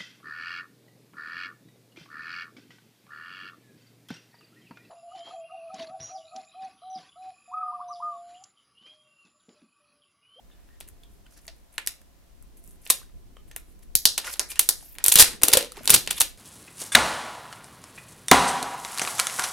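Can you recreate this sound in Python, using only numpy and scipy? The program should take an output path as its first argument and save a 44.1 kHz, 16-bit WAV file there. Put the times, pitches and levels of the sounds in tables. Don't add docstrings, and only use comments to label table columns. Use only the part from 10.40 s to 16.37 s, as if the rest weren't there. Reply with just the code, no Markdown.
import sys
import numpy as np
from scipy import signal
from scipy.fft import rfft, irfft
from scipy.io import wavfile
from scipy.ndimage import uniform_filter1d

SR = 44100
rng = np.random.default_rng(int(sys.argv[2]) if len(sys.argv) > 2 else 0)


def log_audio(samples):
    frames = np.atleast_2d(samples).T
    limited = np.clip(frames, -1, 1)
    pcm = np.round(limited * 32767).astype(np.int16)
    wavfile.write(sys.argv[1], SR, pcm)


def gain_from_db(level_db):
    decades = np.asarray(level_db, float) / 20
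    return 10 ** decades


N = 263484


def unit(x):
    return x / np.sqrt(np.mean(x ** 2) + 1e-30)


def ring(x, hz, width_hz):
    return signal.lfilter(*signal.iirpeak(hz, hz / width_hz, SR), x)


def band(x, lo_hz, hi_hz):
    return signal.lfilter(*signal.butter(2, [lo_hz, hi_hz], "bandpass", fs=SR), x)


def add(out, s, x):
    i = int(s * SR)
    out[..., i:i + x.shape[-1]] += x[..., :N - i]


def slips(size, rate, spread_db, lag):
    when = rng.random(size)
    big = rng.exponential(size=size)
    apart = rng.standard_normal(size)
    at = np.r_[0, np.flatnonzero(when < rate / SR)]
    sign = np.sign(when[::-1][at] - .5)
    gain = gain_from_db(spread_db * big[at]) * sign
    delay = np.clip(np.round(lag * apart[at]), -7, 7).astype(int)
    out = np.zeros((2, size + 16))
    np.add.at(out[0], at + 8, gain)
    np.add.at(out[1], at + 8 + delay, gain)
    return out


def sheet(x):
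    # pitch in Hz, width in Hz, level in dB.
    modes = [(10300, 4500, 0), (7600, 2600, -3), (13500, 4000, -5)]
    return band(sum(gain_from_db(db) * ring(x, hz, width_hz) for hz, width_hz, db in modes), 5000, 16000)


def crack_rows():
    # start in seconds, length in ms, sheet treble in dB, crease in dB, crease in Hz.
    lifts = [(.4032, 2.7, -39, -53, 3300), (.4087, 2, -40.5, -40, 3530), (.476, 12, -54, -61, 2000),
             (.635, 2.3, -56, -58, 3300), (.8646, 3.7, -64, -57, 2500), (1.0796, 2.6, -42, -37, 4700),
             (1.38, 2.78, -29, -23, 2100), (1.4635, 0.87, -30, -37, 4800),
             (1.4729, 1.8, -16.5, -25.5, 5160), (1.4735, 2.3, -37, -28, 2480),
             (1.4795, 2.2, -42, -39, 5000), (2.4648, 1.26, -54, -34, 2880), (2.4743, 1.5, -37, -49.5, 4000),
             (2.5003, 0.85, -14, -18, 3020), (2.5016, 1.6, -8.5, -20, 4300),
             (2.5046, 3.25, -8, -19.5, 3730), (2.4975, 2.05, -39, -55.5, 3500),
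             (2.9676, 2.64, -60, -55.5, 1800), (3.113, 2.8, -48.5, -46, 2620),
             (3.1628, 1.53, -25, -43, 2960), (3.1632, 2.1, -45, -35, 1960)]
    tugs = [(3.553, 1.2, -2.5, -30, 5070), (3.5531, 1.33, -14.5, -13, 4860), (3.552, 1.1, -44, -27, 2200),
            (3.654, 2.3, -3, -3.5, 4620), (3.778, 8.4, -22.5, -25, 3900), (3.845, 3.1, -42, -36, 2400),
            (3.876, 5.3, -46, -35.5, 1500), (3.9382, 2.6, -31, -36, 4000), (4.4084, 1.3, -55, -52, 1500),
            (3.9951, 0.94, -11.5, -13.5, 5640), (3.9978, 1.6, -27, -29, 5000),
            (3.999, 2.97, -43.5, -32.5, 2680), (4.104, 5.9, -36, -44, 2500),
            (4.1166, 2.4, -40.4, -34, 3150), (4.157, 2.4, -39, -38, 2500), (4.193, 3.84, -6.5, -18.5, 3520),
            (4.2894, 2.94, -7, -15.5, 4820), (4.5843, 1.46, -32.5, -31, 2380)]
    tears = [(4.6405, 3, -11, -29, 3920), (4.6526, 2, -30, -24.5, 2970), (4.6623, 1.4, -5.5, -18, 4110),
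             (4.682, 2.1, -5, -19, 4080), (4.6905, 3.5, -20, -31, 4130), (4.698, 3.4, -22, -36, 3800),
             (4.7182, 1.3, -18, -17.5, 3370), (4.7211, 3.5, -7.5, -18, 3235), (4.7311, 1, -15, -51, 4500),
             (4.7388, 4.2, -16.5, -36.5, 3820), (4.7557, 3.7, -3.5, -13, 3710),
             (4.765, 1.3, -18.5, -12.5, 3800), (4.632, 1, -56, -54, 2800),
             (4.7731, 7.2, -18.5, -20.5, 3420), (4.7852, 10, -11, -15.5, 4160),
             (4.7959, 8.8, -1.5, -7.5, 4470), (4.8044, 4, -11, -13.5, 4600), (4.8103, 2.6, -16, -18, 4170),
             (4.8163, 3, -10.5, -21, 4350), (4.8225, 4, -7.5, -12.5, 3770)]
    crumples = [(5.016, 0.9, -35, -31.5, 2600), (5.0209, 0.63, -23, -31.0, 2900),
                (5.0333, 3.5, -4.5, -16.5, 3750), (5.0806, 4.4, -25.5, -26.5, 2800),
                (5.0834, 1.8, -8, -16.5, 3170), (5.117, 2.2, -27, -28, 3400),
                (5.1292, 1.7, -16, -18.5, 4000), (5.1337, 4.5, -5.5, -10.5, 3850),
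                (5.1714, 2.7, -7.5, -13.5, 3300), (5.2085, 2.4, -32, -29.5, 3030),
                (5.2267, 1.1, -29, -28, 3060), (5.2464, 1.16, -33.5, -32, 3280),
                (5.3199, 1.9, -35, -42, 3300), (5.456, 1.8, -26, -35.5, 2750),
                (5.4759, 2.8, -15, -15.5, 3860), (5.4962, 2, -12, -17.5, 4650),
                (5.5029, 4.5, -3, -13, 3660), (5.534, 4.1, -23, -20, 3900), (5.5401, 8.3, -5.5, -14, 3920),
                (5.5621, 2.8, -37.4, -19.5, 4130), (5.663, 2.5, -40, -44, 3200),
                (5.6744, 2.3, -26.5, -22, 2820), (5.7044, 2.4, -38, -34, 4300),
                (5.7074, 4.8, -19, -23, 3200), (5.7294, 1.8, -34.8, -38, 4100),
                (5.779, 8.2, -34.9, -37.5, 3700), (5.8018, 0.93, -13.5, -29, 3900),
                (5.805, 0.95, -7.5, -24, 4340), (5.808, 1.6, -8.5, -15, 3490),
                (5.8125, 0.6, -22, -16.5, 3300), (5.815, 2.6, -11, -20, 3670)]
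    # start in seconds, sheet treble in dB, crease in dB.
    tick_rows = [(.1002, -76, -61), (.289, -70, -60), (.4873, -41, -62), (.9237, -59, -65),
                 (.9754, -51, -61), (1.046, -59, -72), (1.053, -55, -60), (1.0668, -46, -65),
                 (1.0875, -61, -44.5), (1.616, -55, -60), (2.0252, -49, -67), (2.1706, -51, -80),
                 (2.2396, -49.5, -80), (2.247, -55, -78), (2.262, -61, -78.5), (2.276, -46, -76),
                 (2.3085, -50, -72), (2.3582, -63, -65.5), (2.4522, -43, -66), (2.458, -46, -56),
                 (2.4947, -44, -42), (2.488, -60, -65), (2.616, -66.5, -59.5), (2.6963, -83.5, -63),
                 (3.3921, -57, -67), (4.428, -71, -64), (4.552, -47, -47.5), (4.5618, -69, -50.5),
                 (5.369, -46, -40), (5.3742, -46, -50), (5.379, -51, -46), (5.433, -41, -54),
                 (5.45, -45, -48)]
    tick_ms = 2
    ticks = [(s, tick_ms, treble_db, crease_db, 4500 + 49.5 * crease_db)
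             for s, treble_db, crease_db in tick_rows]
    return lifts + tugs + tears + crumples + ticks


def cracks():
    # time in seconds, knock heard directly in dB, knock sent to the walls in dB.
    knocks = [(.4, 2, 4), (1.38, -6.5, -3.5), (1.47, -4.5, -5), (2.5, -1, 0), (3.16, 3, 2),
              (3.553, -10, -19), (3.654, -21, -9.5), (3.78, 1, 2.5), (3.995, -3.5, 4.5), (4.19, 0.5, 0),
              (4.29, -4, -1.5), (4.64, 0.5, 6), (4.72, -4, -2), (4.8, -1, 1), (5.03, 5, 4), (5.17, -2, 3),
              (5.32, -12, -14), (5.37, 0, -4), (5.456, -4.5, 0.5), (5.5, -2, 0), (5.7, 1.5, 0.5),
              (5.81, 2, 1)]
    knock_s, knock_near_db, knock_far_db = np.transpose(knocks)
    snap, hold = 0.85, 1.15
    blend = 0.36
    wall_edge = 0.49
    out, t = np.zeros((4, N)), np.arange(1416) / SR
    for s, ms, treble_db, crease_db, hz in crack_rows():
        length = ms / 1000
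        shape = (snap + t / length) * np.exp(-t / length) / (1 + (t / length / hold) ** 6)
        burst = slips(size=1400, rate=9000, spread_db=2.5, lag=.85) * shape
        wall_click = signal.unit_impulse(len(t), int(length * SR / 2))
        x = np.vstack([burst, wall_click])

        treble_hz = np.clip(9400 + 124 * (treble_db - crease_db), 6000, 13000)
        treble = ring(sheet(x), treble_hz, .55 * treble_hz)

        crease = ring(band(x, .58 * hz, min(2 * hz, 6500)), hz, min(.65 * hz, 2300))
        crease[:2] = crease[:2] + blend * crease[1::-1]
        crease[2] = band(band(crease[2], wall_edge * hz, 9000), wall_edge * hz, 14000)

        thud = band(band(x, 320, 3200), 280, 2257)
        thud[:2] = thud[:2] + blend * thud[1::-1]
        near_db = np.interp(s, knock_s, knock_near_db)
        far_db = np.interp(s, knock_s, knock_far_db)
        thud_db = crease_db - 10.0 + near_db + 0.47 * np.log2(3600 / hz)
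        thud_wall_db = 3.5 + far_db - near_db

        parts = ((treble, treble_db + 0.17, 0), (crease, crease_db + 0.12, 0), (thud, thud_db, thud_wall_db))
        for part, db, wall_db in parts:
            wall_rows = np.array([[part is not crease], [part is crease]])
            heard = np.vstack([unit(part[:2]), gain_from_db(wall_db) * unit(part[2:]) * wall_rows])
            add(out, s - 8 / SR, gain_from_db(db) * heard * np.sqrt(length * SR / len(t)))
    return out


def rubs(rows, ends_db, rate, spread_db, from_hz, to_hz, count=2, width=.36):
    out = np.zeros((2, N))
    for start, strongest, end, treble_db, crease_db in rows:
        n = int((end - start) * SR)
        t = start + np.arange(n + 16) / SR
        x = slips(size=n, rate=rate, spread_db=spread_db, lag=.8)
        edge = np.clip(np.minimum(t - start, end - t) / .006, 0, 1)
        grip = unit(uniform_filter1d(rng.standard_normal((2, len(t))), size=300))
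        effort = gain_from_db(np.interp(t, (start, strongest, end), (ends_db, 0, ends_db)) + 3.0 * grip)

        taut = (t - start) / (end - start)
        film, high = sheet(x), 0
        for k, hz in enumerate(np.linspace(from_hz, to_hz, count)):
            share = np.clip(1 - abs(taut * (count - 1) - k), 0, 1)
            high = high + share * unit(ring(ring(film, hz, width * hz), hz, 2 * width * hz))
        high = gain_from_db(treble_db) * unit(high)

        crease_hz = np.clip(1693.0 + 60 * (treble_db - crease_db), 1200, 3500)
        low = gain_from_db(crease_db) * unit(ring(band(x, 700, 4200), crease_hz, 2000))
        add(out, start, edge * (effort[0] * high + effort[1] * low))
    return out


def sliding_film():
    # start, strongest moment and end in seconds, treble in dB, crease in dB.
    slides = [(.06, .2, .52, -86, -75), (.69, .714, .8, -69, -82), (.9, .93, .96, -63, -72),
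              (.96, .98, 1.0, -60, -62), (1.0, 1.03, 1.07, -67, -76), (1.13, 1.168, 1.22, -72, -75),
              (1.32, 1.34, 1.37, -55.5, -65), (2.165, 2.18, 2.21, -59.5, -76),
              (2.22, 2.29, 2.37, -58.5, -76), (2.41, 2.47, 2.49, -55.5, -67),
              (3.07, 3.09, 3.115, -64.5, -71), (3.26, 3.306, 3.34, -64, -71.5),
              (3.418, 3.43, 3.442, -55.5, -64.5), (3.83, 3.87, 3.91, -43, -38),
              (3.89, 3.935, 3.946, -35, -48), (3.94, 3.96, 3.99, -53, -53), (5.49, 5.496, 5.5, -25, -24),
              (5.525, 5.535, 5.54, -25, -24.5), (5.552, 5.562, 5.572, -37, -40),
              (4.085, 4.11, 4.135, -39.5, -50.5), (4.155, 4.165, 4.19, -51, -52),
              (5.34, 5.38, 5.42, -57, -49), (5.41, 5.46, 5.47, -47.5, -49.5),
              (5.755, 5.783, 5.792, -35.5, -44), (5.715, 5.724, 5.729, -48, -51)]
    rip = [
        (4.78, 4.808, 4.84, -11.5, -23),
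        (4.83, 4.84, 4.97, -32.5, -36),
    ]
    stretch = [
        (4.37, 4.46, 4.565, -51.5, -69.5),
    ]
    folds = [(3.842, 3.872, 3.91, -38.5, -60), (3.91, 3.936, 3.945, -38, -58), (4.1, 4.12, 4.14, -45, -62),
             (4.59, 4.61, 4.635, -56.5, -52), (.9, 0.99, 1.0, -60, -81), (2.43, 2.47, 2.498, -59.5, -76.5),
             (3.418, 3.43, 3.442, -66, -77), (4.155, 4.17, 4.19, -48.5, -65.5),
             (4.37, 4.42, 4.55, -60, -70), (5.522, 5.534, 5.54, -28, -34.5), (5.34, 5.38, 5.47, -55, -75.5),
             (4.783, 4.805, 4.835, -19.5, -31)]
    out = rubs(slides, ends_db=-10, rate=9000, spread_db=2.2, from_hz=10300, to_hz=11000)
    out += rubs(rip, ends_db=-21, rate=8000, spread_db=3, from_hz=10500, to_hz=9000)
    out += rubs(stretch, ends_db=-4, rate=14000, spread_db=1.5, from_hz=9000, to_hz=16000, count=6, width=.22)
    out += rubs(folds, ends_db=-10, rate=7000, spread_db=2.5, from_hz=5200, to_hz=4800)
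    return out


def pops():
    # start in seconds, peak in dB, pitch in Hz, length in seconds.
    hollows = [(.407, -44, 684, 0.0039), (.487, -63, 1560, .005), (0.634, -48, 3350, 0.0055),
               (0.864, -55, 1490, .007), (1.079, -45, 1956, 0.014), (1.0807, -46.5, 660, 0.026),
               (1.381, -32, 1836, .01), (1.3811, -35, 1110, 0.0041), (2.502, -22.5, 1081, 0.0055),
               (2.616, -47, 1150, 0.0051), (2.63, -53, 1490, 0.0075), (2.696, -56.5, 1190, .006),
               (2.967, -49.5, 555, 0.0055), (2.968, -46.5, 3100, 0.0039), (2.969, -44, 1196, 0.0032),
               (3.112, -46.5, 1770, 0.0063), (3.163, -50, 690, 0.0077), (3.1633, -43, 2770, .005),
               (3.551, -37, 196, 0.0045), (3.876, -32.5, 1434, 0.015), (4.118, -43, 2980, .005),
               (4.427, -47.5, 810, 0.0048), (5.038, -25, 303, 0.0079), (5.088, -25, 398, 0.0088),
               (5.101, -36, 477, 0.019), (5.152, -17, 538, 0.005), (5.1703, -13.5, 530, 0.013),
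               (5.199, -36, 470, 0.013), (5.226, -30.5, 550, 0.011), (5.245, -34, 517, .0064),
               (5.32, -41.5, 1300, .005), (5.373, -38, 820, 0.0057), (5.375, -37.5, 402, .014),
               (5.379, -41, 1200, 0.0067), (5.408, -39.5, 620, 0.0086), (5.411, -45, 257, .012),
               (5.456, -42, 1400, .005), (5.773, -34, 3530, .012)]
    out, t = np.zeros(N), np.arange(5000) / SR
    for s, db, hz, length in hollows:
        fade = gain_from_db(db - 7 * t / length) / (1 + (t / length) ** 6)
        waver = 1 + 0.04 * unit(uniform_filter1d(rng.standard_normal(len(t)), size=80))
        add(out, s, fade * np.sin(2 * np.pi * hz * np.cumsum(waver) / SR))
    return out


def flutter():
    # start, strongest moment and end in seconds.
    shiver_s = (5.02, 5.14, 5.26)
    start, _, end = shiver_s
    level_db, hz, width_hz = -39, 460, 400
    out, n = np.zeros(N), int((end - start) * SR)
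    t = start + np.arange(n + 16) / SR
    slaps = slips(size=n, rate=300, spread_db=1.0, lag=0)[0]
    hollow = ring(ring(slaps, hz, width_hz), hz, 2 * width_hz)
    swell_db = np.interp(t, shiver_s, (-5, 0, -9))
    add(out, start, gain_from_db(level_db + swell_db) * unit(hollow))
    return out


def whispers():
    # start in seconds, level in dB, pitch in Hz, length in seconds.
    narrow_folds = [(0.109, -64, 3570, 0.037), (0.111, -69, 2900, .04), (.11, -74, 1750, .11),
                    (.3, -69, 1860, .09), (0.415, -72, 1910, 0.067), (0.637, -66, 3300, .05),
                    (0.857, -64, 3020, .015), (1.09, -63, 2800, 0.022), (2.503, -36, 3720, 0.045),
                    (2.975, -67.5, 3050, .05), (2.979, -67.5, 1215, .04), (3.113, -59, 6240, 0.027),
                    (3.85, -52, 549, 0.08), (4.096, -49, 2420, .05), (4.158, -45, 2900, 0.032),
                    (4.164, -53, 1800, .025), (5.255, -56, 498, 0.09)]
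    width = 0.0815
    out, t = np.zeros(N), np.arange(8000) / SR
    for s, db, hz, length in narrow_folds:
        x = ring(ring(rng.standard_normal(len(t)), hz, width * hz), hz, 2 * width * hz)
        fade = gain_from_db(db - 6 * t / length) / (1 + (t / length) ** 6)
        add(out, s, fade * unit(x))
    return out


def puffs():
    # start in seconds, peak in dB.
    puff_rows = [(3.553, -34), (4.192, -38.5), (4.681, -34.5), (4.758, -23.5), (4.795, -25), (4.823, -22.5),
                 (5.033, -28), (5.135, -30.5), (5.17, -35), (5.503, -26.5), (5.538, -26.5), (5.813, -40.5),
                 (5.74, -54)]
    out, t = np.zeros((2, N)), np.arange(3000) / SR
    for s, db in puff_rows:
        hz = 90 * 2 ** (.6 * rng.standard_normal((2, 1)))
        port_db = db + np.array([[5], [3]])
        add(out, s, gain_from_db(port_db) * np.exp(-t / .007) * np.sin(2 * np.pi * hz * t))
    return out


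def room(x, crease):
    # band centre in Hz, time to fade by 60 dB in seconds.
    fades = [(220, .3), (450, .3), (900, .31), (1800, .31), (3200, .28), (5000, .27), (7500, .25),
             (10500, .23), (13000, .22), (15000, .21)]
    band_db = [-3, -10, -10, -8, -9, -7.5, -15, -12.5, -28.5, -18.5]
    # delay in seconds, level in dB.
    echoes = [(.0085, -24), (.0178, -25)]
    t, tail = np.arange(SR // 2) / SR, 0
    grain = gain_from_db(1.6 * unit(uniform_filter1d(rng.standard_normal(len(t)), size=40)))
    for (hz, t60), db in zip(fades, band_db):
        noise = rng.standard_normal((3, len(t)))
        common = .6 if hz > 2500 else .9
        noise = band(grain * (noise[:2] + common * noise[2]), hz / 1.35, min(hz * 1.3, 16000))
        tail = tail + gain_from_db(db) * np.sqrt(hz / SR / len(t)) * unit(gain_from_db(-60 * t / t60) * noise)
    tail = tail * np.clip(t / .003, 0, 1)
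    tail = tail * (1 + 1.0 * np.exp(-t / .02))
    for s, db in echoes:
        add(tail, s, gain_from_db(db) * unit(rng.standard_normal((2, 12))) / np.sqrt(12))
    main = signal.fftconvolve(x[None], tail, axes=1)
    crease_tail = signal.fftconvolve(crease[None], tail[::-1], axes=1)
    return (main + crease_tail)[:, :N]


def background():
    # frequency in Hz, density in dB per Hz.
    hiss = [(210, -9), (350, -43), (532, 12), (677, 8), (1420, 1.5), (2300, -1), (13100, -6), (16400, -11)]
    # pitch in Hz, level in dB.
    hum = [(48.4, -62.5), (689.1, -76), (1007, -81)]
    # time in seconds, level in dB.
    hands = [(0.0, -50), (1.51, -56), (1.89, -56), (2.36, -51), (2.62, -50), (2.67, -49), (2.71, -54),
             (2.75, -40), (2.82, -50.5), (3.07, -46.5), (3.41, -48.5), (3.94, -54), (4.94, -49),
             (5.22, -56), (5.45, -55), (5.65, -49.5), (5.97, -47.5)]
    # middle in seconds, level in dB, half length in seconds.
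    waves = [
        (2.3, -71.5, 0.1),
        (2.743, -82, 0.025),
        (4.946, -53.5, 0.2),
        (5.44, -51.5, 0.079),
        (5.544, -33, .04),
        (5.698, -49, 0.061),
    ]
    t = np.arange(N) / SR
    f = np.maximum(np.arange(N // 2 + 1) * SR / N, 1)
    noise = rng.standard_normal((3, N))
    noise = noise[:2] + 0.51 * noise[2]

    hiss_hz, hiss_db = np.transpose(hiss)
    colour = gain_from_db(np.interp(np.log(f), np.log(hiss_hz), hiss_db))
    out = gain_from_db(-65.5 + 2.0) * unit(irfft(rfft(noise) * colour, N))

    swell = unit(uniform_filter1d(uniform_filter1d(rng.standard_normal(N), size=4000), size=4000))
    rumble_db = np.interp(t, *np.transpose(hands)) + 2.0 * swell
    out += gain_from_db(rumble_db) * unit(band(band(noise - 0.23 * noise[::-1], 12, 58), 10, 75))

    murmur = gain_from_db(-64 + 0.62 * (rumble_db + 53.5))
    for s, db, half in waves:
        murmur = murmur + gain_from_db(db) * np.exp(-((t - s) / half) ** 2)
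    out += murmur * unit(band(noise, 100, 380))

    for hz, db in hum:
        out += gain_from_db(db) * unit(ring(noise[::-1, ::-1], hz, 6))
    return out


def scene():
    heard = cracks()
    near, far, far_crease = heard[:2], heard[2], heard[3]
    slide = sliding_film()
    flap = pops() + flutter() + whispers()
    walls = room(far + slide[0] + gain_from_db(-4.0) * flap, far_crease)
    return near + slide + flap + walls + puffs() + background()


def band_limit(x):
    return signal.sosfilt(signal.butter(12, 16520, fs=SR, output="sos"), x)


def record(dry):
    top_cut = signal.ellip(9, .3, 45, 15850, fs=SR, output="sos")
    mix = np.clip(signal.sosfilt(top_cut, dry), -.99, .99)
    return band_limit(mix)


dry = scene()
out = record(dry)
log_audio(out)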